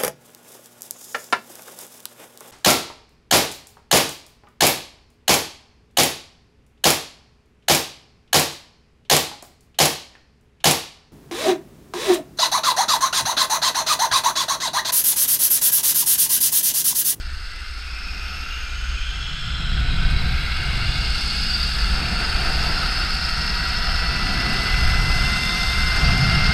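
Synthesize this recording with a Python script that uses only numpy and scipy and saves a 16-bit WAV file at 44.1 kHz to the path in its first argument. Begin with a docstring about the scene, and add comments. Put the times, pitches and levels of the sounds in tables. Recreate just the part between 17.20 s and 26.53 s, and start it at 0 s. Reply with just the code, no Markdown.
"""Riding a zip line

A trolley gathers speed along a stranded steel cable, heard by the rider hanging under it.
The wires buzz under the sheaves and ring the frame, the sheaves and the cable; steel zings on steel.
The sheaves whine on multiples of their spin, and the air rumbles and buffets the microphone ever harder."""
import sys
import numpy as np
from scipy import signal
from scipy.fft import rfft, irfft, next_fast_len
from scipy.io import wavfile
from scipy.ndimage import uniform_filter1d

SR = 44100
rng = np.random.default_rng(int(sys.argv[2]) if len(sys.argv) > 2 else 0)


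def int16_out(signal):
    """Quantize to a 16-bit WAV file."""
    q = np.round(np.clip(np.atleast_2d(signal).T, -1, 1) * 32767)
    wavfile.write(sys.argv[1], SR, q.astype(np.int16))


N = 411453
TIME = np.arange(N) / SR
FFT_SIZE = next_fast_len(N)
FREQ = np.maximum(np.arange(FFT_SIZE // 2 + 1) * SR / FFT_SIZE, 1)


def undb(db):
    """Decibels to gain."""
    return 10 ** (np.asarray(db) / 20)


def unit(x):
    """Scale to an rms of 1."""
    return x / np.sqrt(np.mean(x ** 2))


def curves(table):
    """Turn the columns of a timed table into automation curves."""
    times, *columns = np.transpose(table)
    return [np.interp(TIME, times, column) for column in columns]


def bell(x, centre, spread, steepness=2):
    """A swell of height 1; steepness above 2 flattens the top and sharpens the edges."""
    return np.exp(-np.abs((x - centre) / spread) ** steepness)


def filtered(x, gain):
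    """Equalise with a gain for each frequency; rms 1."""
    return unit(irfft(rfft(x, FFT_SIZE) * gain, FFT_SIZE)[:N])


def wander(hz):
    """A random drift of rms 1 with nothing much faster than hz."""
    return filtered(rng.standard_normal(N), np.exp(-(FREQ / hz) ** 2))


def coloured(points):
    """Noise shaped by (freq_hz, gain_db) points, rolling off above the last; rms 1."""
    hz, db = np.transpose(points)
    gain = undb(np.interp(np.log(FREQ), np.log(hz), db))
    return filtered(rng.standard_normal(N), gain / (1 + (FREQ / (2 * hz[-1])) ** 2))


def resonate(force, modes):
    """Pass a force through steep-sided resonances whose powers add; rms 1."""
    power = sum(undb(db) ** 2 / (1 + (2 * (FREQ - hz) / width) ** 4) for hz, width, db in modes)
    return filtered(force, np.sqrt(power))


def band(force, hz, width):
    """Ring a single resonance; rms 1."""
    return resonate(force, [(hz, width, 0)])


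def steady(x, seconds):
    """Ride the gain to hold a noise at rms 1 over spans of this length."""
    return x / np.sqrt(uniform_filter1d(x ** 2, int(seconds * SR)) + 1e-12)


def smeared(phase, width):
    """A tone whose level and phase drift, blurring it into a band."""
    return wander(width / 2) * np.cos(phase) + wander(width / 2) * np.sin(phase)


# Buzz of the wires under the sheaves: spin_multiple, width_hz, gain_db
WIRE_BUZZ = [(15.96, 56, -23.5), (27.02, 38, -22), (29.84, 56, -22), (32.4, 24, -21), (33.18, 19, -18),
             (32.76, 2800, -17.5), (35.8, 71, -19.5), (65.1, 5800, -8)]
def contact_force(angle):
    """Under the sheaves: fine roughness, specks of grit and the beat of unevenly laid wires."""
    grit = rng.standard_normal(N) * (rng.random(N) < 250 / SR)  # about 250 specks a second
    buzz = sum(undb(db) * smeared(multiple * angle, width) for multiple, width, db in WIRE_BUZZ)
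    roughness = rng.standard_normal(N)
    return roughness + undb(-9) * unit(grit) + buzz


# Resonances of the trolley frame: pitch_hz, width_hz, gain_db
FRAME_MODES = [(1343, 190, 0), (1468, 238, 1.5), (1666, 330, -5.5), (2093, 296, -4), (2383, 68, -4.5),
               (2603, 76, -2.5), (2770, 185, -1), (3140, 150, -6.5), (3482, 296, -7), (3830, 105, -6)]
def frame_ring(force, fader_db):
    """The contact rings the frame: a wavering midrange body."""
    return resonate(force, FRAME_MODES) * undb(fader_db + 1.5 + 0.5 * wander(6.6))


# Resonances of the steel sheaves: pitch_hz, width_hz, gain_db
SHEAVE_MODES = [(4030, 90, -2.5), (4222, 180, 2.5), (4490, 150, 5.5), (4685, 97, 6), (5014, 145, 6),
                (5210, 134, 2), (5420, 104, -5.5), (5580, 340, -10.5)]
def sheave_ring(force, fader_db):
    """The contact rings the sheaves: a bright, flickering edge."""
    ring = steady(resonate(force, SHEAVE_MODES), seconds=0.44)
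    return ring * undb(fader_db - 3.06 + 0.85 * wander(60))


# Thin, high resonances of the cable: pitch_hz, width_hz, gain_db
CABLE_MODES = [(6090, 260, 1.2), (6630, 400, 3), (7230, 270, -4.5), (7760, 200, 3.5), (8370, 400, 3.5),
               (9470, 680, -2), (10900, 430, -10.5), (11530, 370, -5), (13450, 2000, -15.5)]
def cable_sizzle(force, spin_hz, fader_db):
    """Each resonance of the cable waxes and wanes on its own as the trolley moves along."""
    sizzle = 0
    for hz, width, db in CABLE_MODES:
        dip_db = bell(56 * spin_hz, hz, spread=920)  # a slight dip as the buzz's octave passes
        sizzle += band(force, hz, width) * np.sqrt(width) * undb(db - dip_db + wander(1.9))
    return steady(sizzle, seconds=0.32) * undb(fader_db - 2.7 + 1.07 * wander(90))


# Faders of the rolling layers, before each one's trim: time_s, frame_db, sheave_db, cable_db
ROLLING_FADERS = [(0, -43.5, -39.5, -52), (1.1, -37.5, -38.5, -51), (1.8, -37.5, -40.5, -51.5),
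                  (2.4, -35.5, -42, -52.5), (3.0, -33.5, -34.5, -48.5), (3.5, -33.5, -31.5, -46),
                  (4.1, -34.5, -24, -40.5), (4.85, -29.5, -29, -42), (5.5, -27.5, -26, -41),
                  (6.0, -29.5, -26, -43), (6.9, -28.5, -27, -43), (7.6, -26.5, -27.5, -40),
                  (8.2, -28.5, -28, -37.5), (9.33, -25, -24.5, -41)]
def trolley(angle, spin_hz):
    """One rolling contact drives the frame low down, the sheaves higher up and the cable on top."""
    frame_db, sheave_db, cable_db = curves(ROLLING_FADERS)
    force = contact_force(angle)
    body = frame_ring(force, frame_db) + sheave_ring(force, sheave_db)
    return body + cable_sizzle(force, spin_hz, cable_db)


# Gusts on the microphone:
# peak_s, spread_s, rumble_lift_db, rush_drive_lift, eddy_pitch_hz, eddy_width_hz, eddy_level_db
WIND_GUSTS = [(0.03, 0.23, 6.5, 2, 110, 100, -51), (1.05, 0.28, 0.5, 4, 170, 160, -49.5),
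              (1.7, 0.27, 5, -2.5, 130, 80, -49), (2.25, 0.31, 0, -2.5, 127, 71, -36),
              (2.83, 0.42, 11, 4, 113, 111, -26), (3.6, 0.29, 3.5, 3.5, 106.5, 61.7, -27.5),
              (4.15, 0.48, 3, -1, 162, 97, -37), (4.67, 0.07, 7, -1, 130, 100, -39),
              (4.87, 0.19, 2, 4.5, 144, 110, -29.5), (5.38, 0.35, 3.5, 6, 125.2, 101, -32),
              (6.75, 0.13, 3.5, 2, 110, 60, -45), (7.22, 0.22, 0, 3.5, 160.3, 168, -28.5),
              (7.8, 0.32, 7, 1, 118, 68, -26.5), (8.25, 0.22, -3, -0.5, 181, 110, -35.5),
              (8.62, 0.067, 5, -2, 170, 100, -32), (8.85, 0.095, 8.5, 2.5, 140, 100, -28),
              (9.04, .16, 0, 3, 141, 53, -18.5), (9.3, 0.15, 6.5, 2.5, 140, 109, -24)]
def gusts():
    """Each gust brings its own eddy and a push on the rumble and the rush."""
    eddies, rumble_lift_db, drive_lift = np.zeros((3, N))
    for peak_s, spread_s, lift_db, lift, hz, width, db in WIND_GUSTS:
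        swell = bell(TIME, peak_s, spread_s, steepness=2.34)
        eddies += undb(db) * swell * band(rng.standard_normal(N), hz, width)
        rumble_lift_db += lift_db * swell
        drive_lift += lift * swell
    return eddies, rumble_lift_db, drive_lift


# Spectrum of the big eddies: freq_hz, gain_db
RUMBLE_EQ = [(5, -17.5), (11, -2.5), (20, -2.5), (32, -0.5), (45, -4), (61, 1), (70, -4.5), (81, -17),
             (120, -37.5)]
def wind_rumble(level_db):
    """Big eddies make a heaving sub-bass."""
    return steady(coloured(RUMBLE_EQ), seconds=0.111) * undb(level_db + 1.25 * wander(14))


# Spectrum of the smaller eddies: freq_hz, gain_db
BUFFET_EQ = [(50, -52), (80, -7), (100, 3.5), (128, 1), (172, 1.5), (220, -5), (300, -22), (500, -34),
             (1000, -58)]
def wind_buffet(level_db):
    """Smaller eddies batter the microphone port in the bass."""
    return steady(coloured(BUFFET_EQ), seconds=0.13) * undb(level_db + 0.76 * wander(10))


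# Spectrum of the passing air: freq_hz, gain_db
RUSH_EQ = [(120, -1), (280, 0), (420, -0.5), (560, -5), (720, -5.5), (900, 0), (1150, -4), (2000, -8.5),
           (5000, -43), (9000, -50)]
def air_rush(drive):
    """Air streams round the microphone housing in a broad rush."""
    return coloured(RUSH_EQ) * undb(0.92 * drive - 3.0 + 1.2 * wander(12))


# Hollow resonances of the housing: pitch_hz, width_hz, gain_db
HOUSING_MODES = [(709, 100, 3.5), (773, 40, 2.5)]
def housing_note(drive):
    """The flow blows a hollow note on the housing, growing faster than the plain rush."""
    return resonate(rng.standard_normal(N), HOUSING_MODES) * undb(1.27 * drive + 6.5)


def wind(spin_hz, cruise_hz=160):
    """The airstream builds with speed and surges in gusts."""
    over_cruise_hz = spin_hz - cruise_hz
    eddies, rumble_lift_db, drive_lift = gusts()
    rumble = wind_rumble(-25 + 0.0748 * over_cruise_hz + rumble_lift_db)
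    buffet = wind_buffet(-35.5 + 0.24 * over_cruise_hz)
    rush_drive = -39 + 0.165 * over_cruise_hz + drive_lift
    return rumble + buffet + air_rush(rush_drive) + housing_note(rush_drive) + eddies


# Resonances swept by each band of the buzz: spin_multiple, [(pitch_hz, width_hz, level_db)]
SWEPT_MODES = [(17.4, [(2190, 140, -36.5), (2520, 60, -43), (2700, 61, -44)]), (20.8, [(2510, 110, -41.5),
               (2803, 170, -34.5)]), (25.4, [(2410, 77, -44.5), (3490, 400, -37.5), (4300, 130, -36.5)]),
               (30.3, [(2998, 53, -47), (3270, 300, -36.5), (4550, 240, -34), (5220, 160, -36)]),
               (32.7, [(2545, 150, -44), (3943, 100, -40.5)]), (38.5, [(4130, 76, -45), (4850, 60, -52)]),
               (70, [(5280, 330, -44), (6430, 500, -50.5), (7500, 960, -57)])]
def swept_rings(angle, spin_hz):
    """A second sheave's buzz climbs with the speed and wakes one resonance after another."""
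    force = contact_force(angle)
    rings = np.zeros(N)
    for multiple, modes in SWEPT_MODES:
        for hz, width, db in modes:
            swell = bell(spin_hz, hz / multiple, spread=12.5)
            rings += undb(db) * swell * band(force, hz, width)
    return rings


# Passing squeaks and zings: peak_s, spread_s, pitch_hz, width_hz, level_db
STEEL_ZINGS = [(1.2, .4, 11650, 700, -61), (1.78, 0.013, 2460, 250, -35), (2.25, 0.48, 5330, 105, -45),
               (3.2, .3, 11800, 1100, -60), (4.39, .17, 4650, 40, -31), (8.38, 0.37, 3590, 200, -33)]
def zings():
    """Steel on steel rings in narrow bands that swell and die away."""
    return sum(undb(db) * bell(TIME, peak_s, spread_s) * band(rng.standard_normal(N), hz, width)
               for peak_s, spread_s, hz, width, db in STEEL_ZINGS)


def tone(phase, db):
    """A clean tone of this rms level that flutters with the load."""
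    return np.sqrt(2) * undb(db + 0.51 * wander(3.7)) * np.sin(phase)


# Clean tones of the sheaves: time_s, main_db, lower_octave_db
WHINE_LEVELS = [(0, -75, -82), (3.6, -45, -54), (5.0, -43, -52), (5.8, -44, -57), (6.3, -39, -43.5),
                (7.3, -33, -49), (7.8, -30, -43), (8.35, -29, -42), (9.33, -28, -43.5)]
def sheave_whine(angle, spin_hz):
    """Slight waviness of the sheaves sings on whole multiples of the spin."""
    main_db, lower_octave_db = curves(WHINE_LEVELS)
    # the 13th multiple sings only while it crosses the frame's lowest resonances
    passing = tone(13 * angle, db=-39.5) * bell(13 * spin_hz, centre=1540, spread=165)
    partials = [(6, lower_octave_db), (11, main_db - 16), (12, main_db)]
    return passing + sum(tone(multiple * angle, db) for multiple, db in partials)


# Turning rate of the sheaves: time_s, spin_hz
SHEAVE_SPIN = [(0, 51.93), (1, 77.4), (2, 99.4), (3, 120.7), (3.5, 127.8), (4.5, 142.6), (5.5, 153.7),
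               (6, 157.5), (7, 164.5), (7.7, 169.3), (8.45, 172.9), (9.33, 175.5)]
def scene():
    """The sheaves spin up, trembling a little, while the airstream grows."""
    spin_hz, = curves(SHEAVE_SPIN)
    tremble = 0.001867 * wander(8.85) + 0.0023 * wander(104)
    angle = 2 * np.pi * np.cumsum(spin_hz * (1 + tremble)) / SR
    metal = trolley(angle, spin_hz) + swept_rings(angle, spin_hz) + zings()
    return (metal + sheave_whine(angle, spin_hz) + wind(spin_hz))[None]


def record(dry):
    """A steep low-pass shaves off the very top."""
    cutoff_hz = 15250
    return signal.sosfilt(signal.ellip(10, 0.2, 80, cutoff_hz, fs=SR, output="sos"), dry)


dry = scene()
out = record(dry)
int16_out(out)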